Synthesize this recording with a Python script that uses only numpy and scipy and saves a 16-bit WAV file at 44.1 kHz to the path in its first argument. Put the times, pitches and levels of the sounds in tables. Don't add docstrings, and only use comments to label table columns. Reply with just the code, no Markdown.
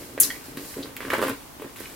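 import sys
import numpy as np
from scipy import signal
from scipy.fft import rfft, irfft, next_fast_len
from scipy.io import wavfile

SR = 44100
rng = np.random.default_rng(int(sys.argv[2]) if len(sys.argv) > 2 else 0)


def digitize_waveform(pressure):
    field = np.atleast_2d(pressure).T
    bounded = np.clip(field, -1, 1)
    quanta = np.round(bounded * 32767).astype(np.int16)
    wavfile.write(sys.argv[1], SR, quanta)


N = 85995


def amp(db):
    return 10 ** (np.asarray(db) / 20)


def unit(x):
    return x / np.sqrt(np.mean(x ** 2) + 1e-20)


def peak(x):
    return x / abs(x).max()


def along(points, hz):
    f, v = np.transpose(points)
    return np.interp(np.log(hz + 1), np.log(f + 1), v)


def filtered(x, response):
    padded = next_fast_len(N + SR // 2)
    freqs = np.fft.rfftfreq(padded, 1 / SR)
    return irfft(rfft(x, padded) * response(freqs), padded)[..., :N]


def modes(table, sign=-1):
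    def response(f):
        total = 0
        for k, (centre, width, db) in enumerate(table):
            resonance = 1j * f * width / (centre * centre - f * f + 1j * f * width)
            total = total + sign ** k * amp(db) * resonance
        return total
    return response


def panned(db):
    return amp(np.array([db / 2, -db / 2]))[:, None]


def paired(pair, gain, alike):
    turn = lambda f: np.arccos(np.clip(along(alike, f), 0, 1)) / 2
    mid, side = filtered(pair, lambda f: gain(f) * [np.cos(turn(f)), np.sin(turn(f))])
    return np.array([mid + side, mid - side])


def gritty(per_s, smooth):
    slips = (rng.random(N) < per_s / SR) * rng.standard_normal(N)
    return unit(slips) + abs(smooth) * rng.standard_normal(N)


DRAG_S = 0.046


def click(hz, t60, drag=0):
    t = np.arange(SR // 20) / SR
    rise = 1 - np.exp(-4 * t * hz)
    contact = amp(-60 * t / t60) * rise * np.sin(2 * np.pi * hz * t)
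    slide = amp(-60 * t / DRAG_S) * rng.standard_normal(len(t))
    return peak(contact) + drag * slide


def add_at(out, s, sound):
    start = round(s * SR)
    span = out[:, start:start + sound.shape[-1]]
    span += sound[..., :span.shape[1]]


# (frequency [Hz], relative spectral density [dB per Hz])
HISS_COLOUR = [(15, -48), (25, -4), (217, -6.5), (326, -4), (427, -11.5), (988, -9.5), (1520, -16),
               (1890, -17.5), (3520, -20.5), (7310, -22), (16000, -21)]
# (frequency [Hz], left-right likeness [0 to 1])
HISS_LIKENESS = [(60, 1), (240, 0.4), (950, 0), (15000, 0)]
HISS_DB = -44


def hiss():
    noise = rng.standard_normal((2, N))
    coloured = paired(noise, lambda f: amp(along(HISS_COLOUR, f)), HISS_LIKENESS)
    return amp(HISS_DB) * unit(coloured)


# (time [s], level in the hollow [dB], in the canvas [dB], of the treble rustle [dB])
RUB_STROKES = [
    [(0.0, -42, -50, -44.5), (0.14, -50.5, -64, -54.5), (0.2, -66, -56, -72)],
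    [(0.2, -41, -41, -32), (0.314, -46.5, -50, -41), (0.44, -54.5, -55, -53)],
    [(0.44, -51.5, -54, -45.5), (0.57, -42.5, -58, -56)],
    [(0.57, -41.5, -47.5, -46), (0.696, -49.5, -53.5, -42), (0.76, -50, -51, -45)],
    [(0.76, -36, -52, -45.5), (0.88, -41.5, -52.5, -52), (0.96, -56, -63, -79)],
    [(0.96, -51, -60, -57), (0.998, -53, -58, -52), (1.008, -41.5, -41.5, -48.5), (1.1, -37.5, -52.5, -48)],
    [(1.1, -36.5, -35, -42.5), (1.158, -36, -41.5, -44), (1.2, -37.5, -43, -46.5),
     (1.25, -33, -37.5, -39.5), (1.315, -33.5, -42, -47.5), (1.4, -77, -63.5, -54)],
    [(1.4, -100, -55, -53), (1.6, -74, -79, -77)],
    [(1.6, -42.5, -63, -62), (1.686, -46.5, -54, -68), (1.76, -89, -73, -64)],
    [(1.76, -70, -46, -48), (1.822, -48, -50, -46), (1.95, -53, -54, -50)],
]
# (frequency [Hz], width [Hz], level [dB])
HOLLOW_MODES = [(106, 59, -6.5), (278, 21.6, 6.5), (358.4, 31, -1), (429, 41.5, 0.5), (529.3, 34, -1),
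                (573, 67, -5)]
# (frequency [Hz], width [Hz], level [dB])
CANVAS_MODES = [(1051, 151, -1.5), (1488, 217, 2), (1714, 300, 1), (2038, 400, 5.5), (2400, 1440, 1),
                (3670, 1890, -5)]
# (frequency [Hz], relative spectral density [dB per Hz])
RUSTLE_COLOUR = [(2350, -60), (4000, -3.5), (6180, -5.5), (9830, -3), (13400, -2), (16000, -11)]
WEAVE_ALIKE = 0.11
RUB_PAN_DB = 0


def rubbing():
    t = np.arange(N) / SR
    s, *levels = np.transpose(np.concatenate(RUB_STROKES))
    low, mid, high = (amp(np.interp(t, s, db)) for db in levels)
    hollow = filtered(low * gritty(200, smooth=1), modes(HOLLOW_MODES))
    canvas = filtered(mid * gritty(900, smooth=0.78), modes(CANVAS_MODES))
    slips = high * np.array([gritty(2500, smooth=1.44) for _ in 'LR'])
    weave = paired(slips, lambda f: amp(along(RUSTLE_COLOUR, f)), [(1, WEAVE_ALIKE)])
    level = lambda x, envelope: unit(x) * np.sqrt(np.mean(envelope ** 2))
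    out = level(hollow, low) + level(canvas, mid) + level(weave, high)
    return panned(RUB_PAN_DB) * out


# (time [s], level of the canvas snap [dB], snap pitch [Hz],
# level of the hollow thump [dB], thump pitch [Hz], left over right [dB])
BAG_KNOCKS = [(0.1487, -61, 902, -30, 287, 0), (0.1774, -26.5, 2040, -20.5, 523, -0.5),
              (0.183, -28.5, 1550, -49, 493, -3), (0.1883, -48, 1450, -35.5, 580, 3),
              (0.2684, -37, 4020, -31.5, 285, 0), (0.4831, -48, 1070, -31.5, 278, 0),
              (0.5721, -28.5, 2250, -25.5, 253, -1.5), (0.74, -40.5, 2180, -71, 277, -17),
              (0.7754, -46, 1100, -31, 296, -1), (0.7824, -42, 1100, -34, 514, -5),
              (0.807, -52, 1100, -34.5, 296, -3), (0.857, -35, 1120, -32.5, 280, -1),
              (0.9662, -26.5, 2630, -39, 290, -4), (1.0044, -24, 1640, -29.5, 432, -3),
              (1.0288, -30, 1050, -39, 426, -2), (1.05, -25, 1630, -27.5, 346, -2),
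              (1.0817, -28, 990, -35, 264, 4), (1.102, -18.5, 1720, -25.5, 480, -5),
              (1.1186, -16.5, 1190, -35, 420, -2.5), (1.1325, -13, 1100, -16.5, 437, 1),
              (1.1386, -13.5, 1430, -16, 580, -3.5), (1.1505, -18, 960, -29, 280, -0.5),
              (1.183, -22.5, 1020, -18, 436, -1.5), (1.1919, -20.5, 1050, -17, 430, -0.5),
              (1.203, -27, 1100, -27, 298, 0), (1.2162, -18, 1030, -17, 407, -4),
              (1.2257, -14, 1080, -13.5, 464, -3), (1.2358, -18, 1070, -14, 524, -1),
              (1.2502, -25, 1210, -20.5, 446, 5), (1.2681, -23.5, 840, -19.5, 480, -2),
              (1.2826, -19.5, 1050, -21.5, 320, 1), (1.297, -21, 1060, -23.5, 258, -0.5),
              (1.5972, -34.5, 970, -34, 328, -3.0), (1.6203, -30.5, 1040, -26.5, 424, 1),
              (1.6271, -50, 1450, -30, 400, -3), (1.6434, -32.5, 1060, -32.5, 420, -4),
              (1.6483, -37, 990, -27.5, 307, -0.5), (1.8049, -34, 1000, -28.5, 367, -3)]
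SNAP_TURNS, PUSH_TURNS = 2.96, 4.14
DRAG, THUMP_DRAG = 0.22, 0.072
CRACKLE_S, CRACKLE, CRACKLES_PER_S = 0.057, 0.31, 1000
PUSH, PUSH_LOW_HZ = 0.62, 210


def knocks():
    n = SR // 5
    impulse = np.eye(1, N)[0]

    def hollow(f):
        push = PUSH * (1j * f / (1j * f + PUSH_LOW_HZ)) ** 2
        return push + modes(HOLLOW_MODES, sign=1)(f)

    hollow_ring = filtered(impulse, hollow)[:n]
    canvas_ring = filtered(impulse, modes(CANVAS_MODES))[:n]
    crackle_decay = amp(-60 * np.arange(n) / SR / CRACKLE_S)
    out = np.zeros((2, N))
    for s, snap_db, snap_hz, thump_db, thump_hz, pan_db in BAG_KNOCKS:
        push = click(thump_hz, PUSH_TURNS / thump_hz, THUMP_DRAG)
        thump = -signal.fftconvolve(hollow_ring, push)[:n]
        crackles = rng.standard_normal(n) * (rng.random(n) < CRACKLES_PER_S / SR)
        train = CRACKLE * crackle_decay * crackles
        train[0] = 1
        contact = click(snap_hz, SNAP_TURNS / snap_hz, DRAG)
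        snap = signal.fftconvolve(canvas_ring, contact)[:n]
        snap = signal.fftconvolve(snap, train)[:n]
        knock = amp(thump_db) * peak(thump) + amp(snap_db) * peak(snap)
        add_at(out, s, panned(pan_db) * knock)
    return out


# (time [s], peak level [dB], pitch [Hz])
ZIP_CLASHES = [(0.201, -3.5, 9300), (0.2042, 4, 10800), (0.2053, 0, 10600), (0.2077, -9, 11800),
               (0.2097, -3, 11300), (0.2341, -8.5, 5680)]
# (frequency [Hz], relative spectral density [dB per Hz])
RATTLE_COLOUR = [(880, -62), (1500, -33.5), (3090, -23), (5170, -29), (6370, -8), (10500, -6.5), (11200, 0),
                 (14200, -5.5), (16000, -14)]
# (frequency [Hz], width [Hz], level [dB])
BRASS_MODES = [(8500, 500, -5), (9660, 300, -4), (11000, 250, 0), (11550, 300, -3), (12500, 500, -3),
               (15500, 300, -5)]
CLASH_TURNS = 16
RATTLE_DB, RATTLE_T60_S = -12, 0.17
RING_DB = -15
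ZIP_ALIKE, ZIP_PAN_DB = 0.52, 2


def zip_pulls():
    t = np.arange(N) / SR - ZIP_CLASHES[0][0]
    slips = np.array([gritty(4900, smooth=1) for _ in 'LR'])
    grit = unit(paired(slips, lambda f: amp(along(RATTLE_COLOUR, f)), [(1, ZIP_ALIKE)]))
    hits = amp(RATTLE_DB - 60 * abs(t) / RATTLE_T60_S) * (t > 0) * grit
    for s, db, hz in ZIP_CLASHES:
        clash = np.diff(click(hz, CLASH_TURNS / hz))
        add_at(hits, s, amp(db) * peak(clash))
    ring = unit(filtered(hits, modes(BRASS_MODES))) * hits.std()
    return panned(ZIP_PAN_DB) * (hits + amp(RING_DB) * ring)


# (time [s], length [s], pitch [Hz], width of the resonance [Hz], level [dB])
NOISE_BANDS = [(0.216, 0.027, 4900, 1500, -35.5), (0.225, 0.034, 4170, 1500, -35),
               (0.33, 0.057, 2150, 447, -46), (0.568, 0.018, 4070, 1800, -45),
               (.824, 0.019, 3920, 1600, -38), (1.586, 0.06, 2610, 1200, -51.5),
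               (1.846, 0.022, 2430, 905, -43)]


def noise_bands():
    t = np.arange(N) / SR
    out = np.zeros(N)
    for s, length, hz, width_hz, db in NOISE_BANDS:
        resonance = modes([(hz, width_hz, 0)])
        band = unit(filtered(gritty(1500, smooth=1), lambda f: resonance(f) ** 2))
        swell = np.sin(np.pi * np.clip((t - s) / length, 0, 1))
        out += amp(db) * swell * band
    return panned(RUB_PAN_DB) * out


# (time [s], level [dB])
BUCKLE_TAPS = [(0.3023, -24.5), (.305, -22), (0.3109, -27.5)]
# (frequency [Hz], level [dB], t60 [s])
BUCKLE_MODES = [(1955, 0, 0.02), (3200, -5, 0.012), (4300, -7.5, 0.0056)]


def buckle():
    tap = sum(amp(db) * click(hz, t60) for hz, db, t60 in BUCKLE_MODES)
    out = np.zeros((2, N))
    for s, db in BUCKLE_TAPS:
        add_at(out, s, amp(db) * tap)
    return out


# (time [s], level [dB], pitch [Hz])
HARDWARE_TICKS = [(0.5711, -29.5, 8560), (0.9661, -19, 12900), (1.005, -31, 12600), (1.102, -25, 5000),
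                  (1.119, -27, 10400), (1.135, -22, 5500), (1.1497, -26.5, 5630), (1.1814, -25.5, 9300),
                  (1.217, -23, 11000), (1.2245, -19.5, 10600), (1.2352, -23, 8600), (1.241, -32, 9550),
                  (1.249, -27, 12800), (1.267, -25, 8750), (1.2819, -21, 10700), (1.295, -18, 10050),
                  (1.6183, -30, 12700), (1.763, -31, 8900), (1.801, -26, 11100)]
TICK_S, TICK_DRAG = 0.001, 0.29


def ticks():
    out = np.zeros((2, N))
    for s, db, hz in HARDWARE_TICKS:
        tick = np.diff(np.pad(click(hz, TICK_S, TICK_DRAG), 1))
        pan = panned(rng.normal(RUB_PAN_DB, 4))
        add_at(out, s, pan * amp(db) * peak(tick))
    return out


# (frequency [Hz], t60 [s])
ROOM_DECAY = [(200, 0.3), (2000, 0.22), (6000, 0.19), (14000, 0.073)]
# (frequency [Hz], left-right likeness [0 to 1])
ROOM_LIKENESS = [(100, 1), (500, 0.82), (2000, 0.033), (8000, 0.024)]
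ROOM_DB, ROOM_LOW_HZ = -4.5, 900


def room(x):
    noise = rng.standard_normal((2, SR // 2))
    hz, t, bins = signal.stft(noise, SR, nperseg=256)
    decay = amp(-60 * t / along(ROOM_DECAY, hz)[:, None])
    tail = signal.istft(bins * decay, SR, nperseg=256)[1]
    tail = paired(tail, lambda f: f / np.hypot(f, ROOM_LOW_HZ), ROOM_LIKENESS)[:, :SR // 2]
    delayed = np.pad(x, ((0, 0), (150, 0)))
    return signal.fftconvolve(delayed, tail / np.linalg.norm(tail[0]), axes=1)[:, :N]


def scene():
    bag = rubbing() + knocks() + zip_pulls() + noise_bands() + buckle() + ticks()
    return bag + amp(ROOM_DB) * room(bag) + hiss()


TOP_HZ = 15900


def record(dry):
    rounded = dry / (1 + abs(dry / .9) ** 4) ** (1 / 4)
    return filtered(rounded, lambda hz: hz < TOP_HZ)


dry = scene()
out = record(dry)
digitize_waveform(out)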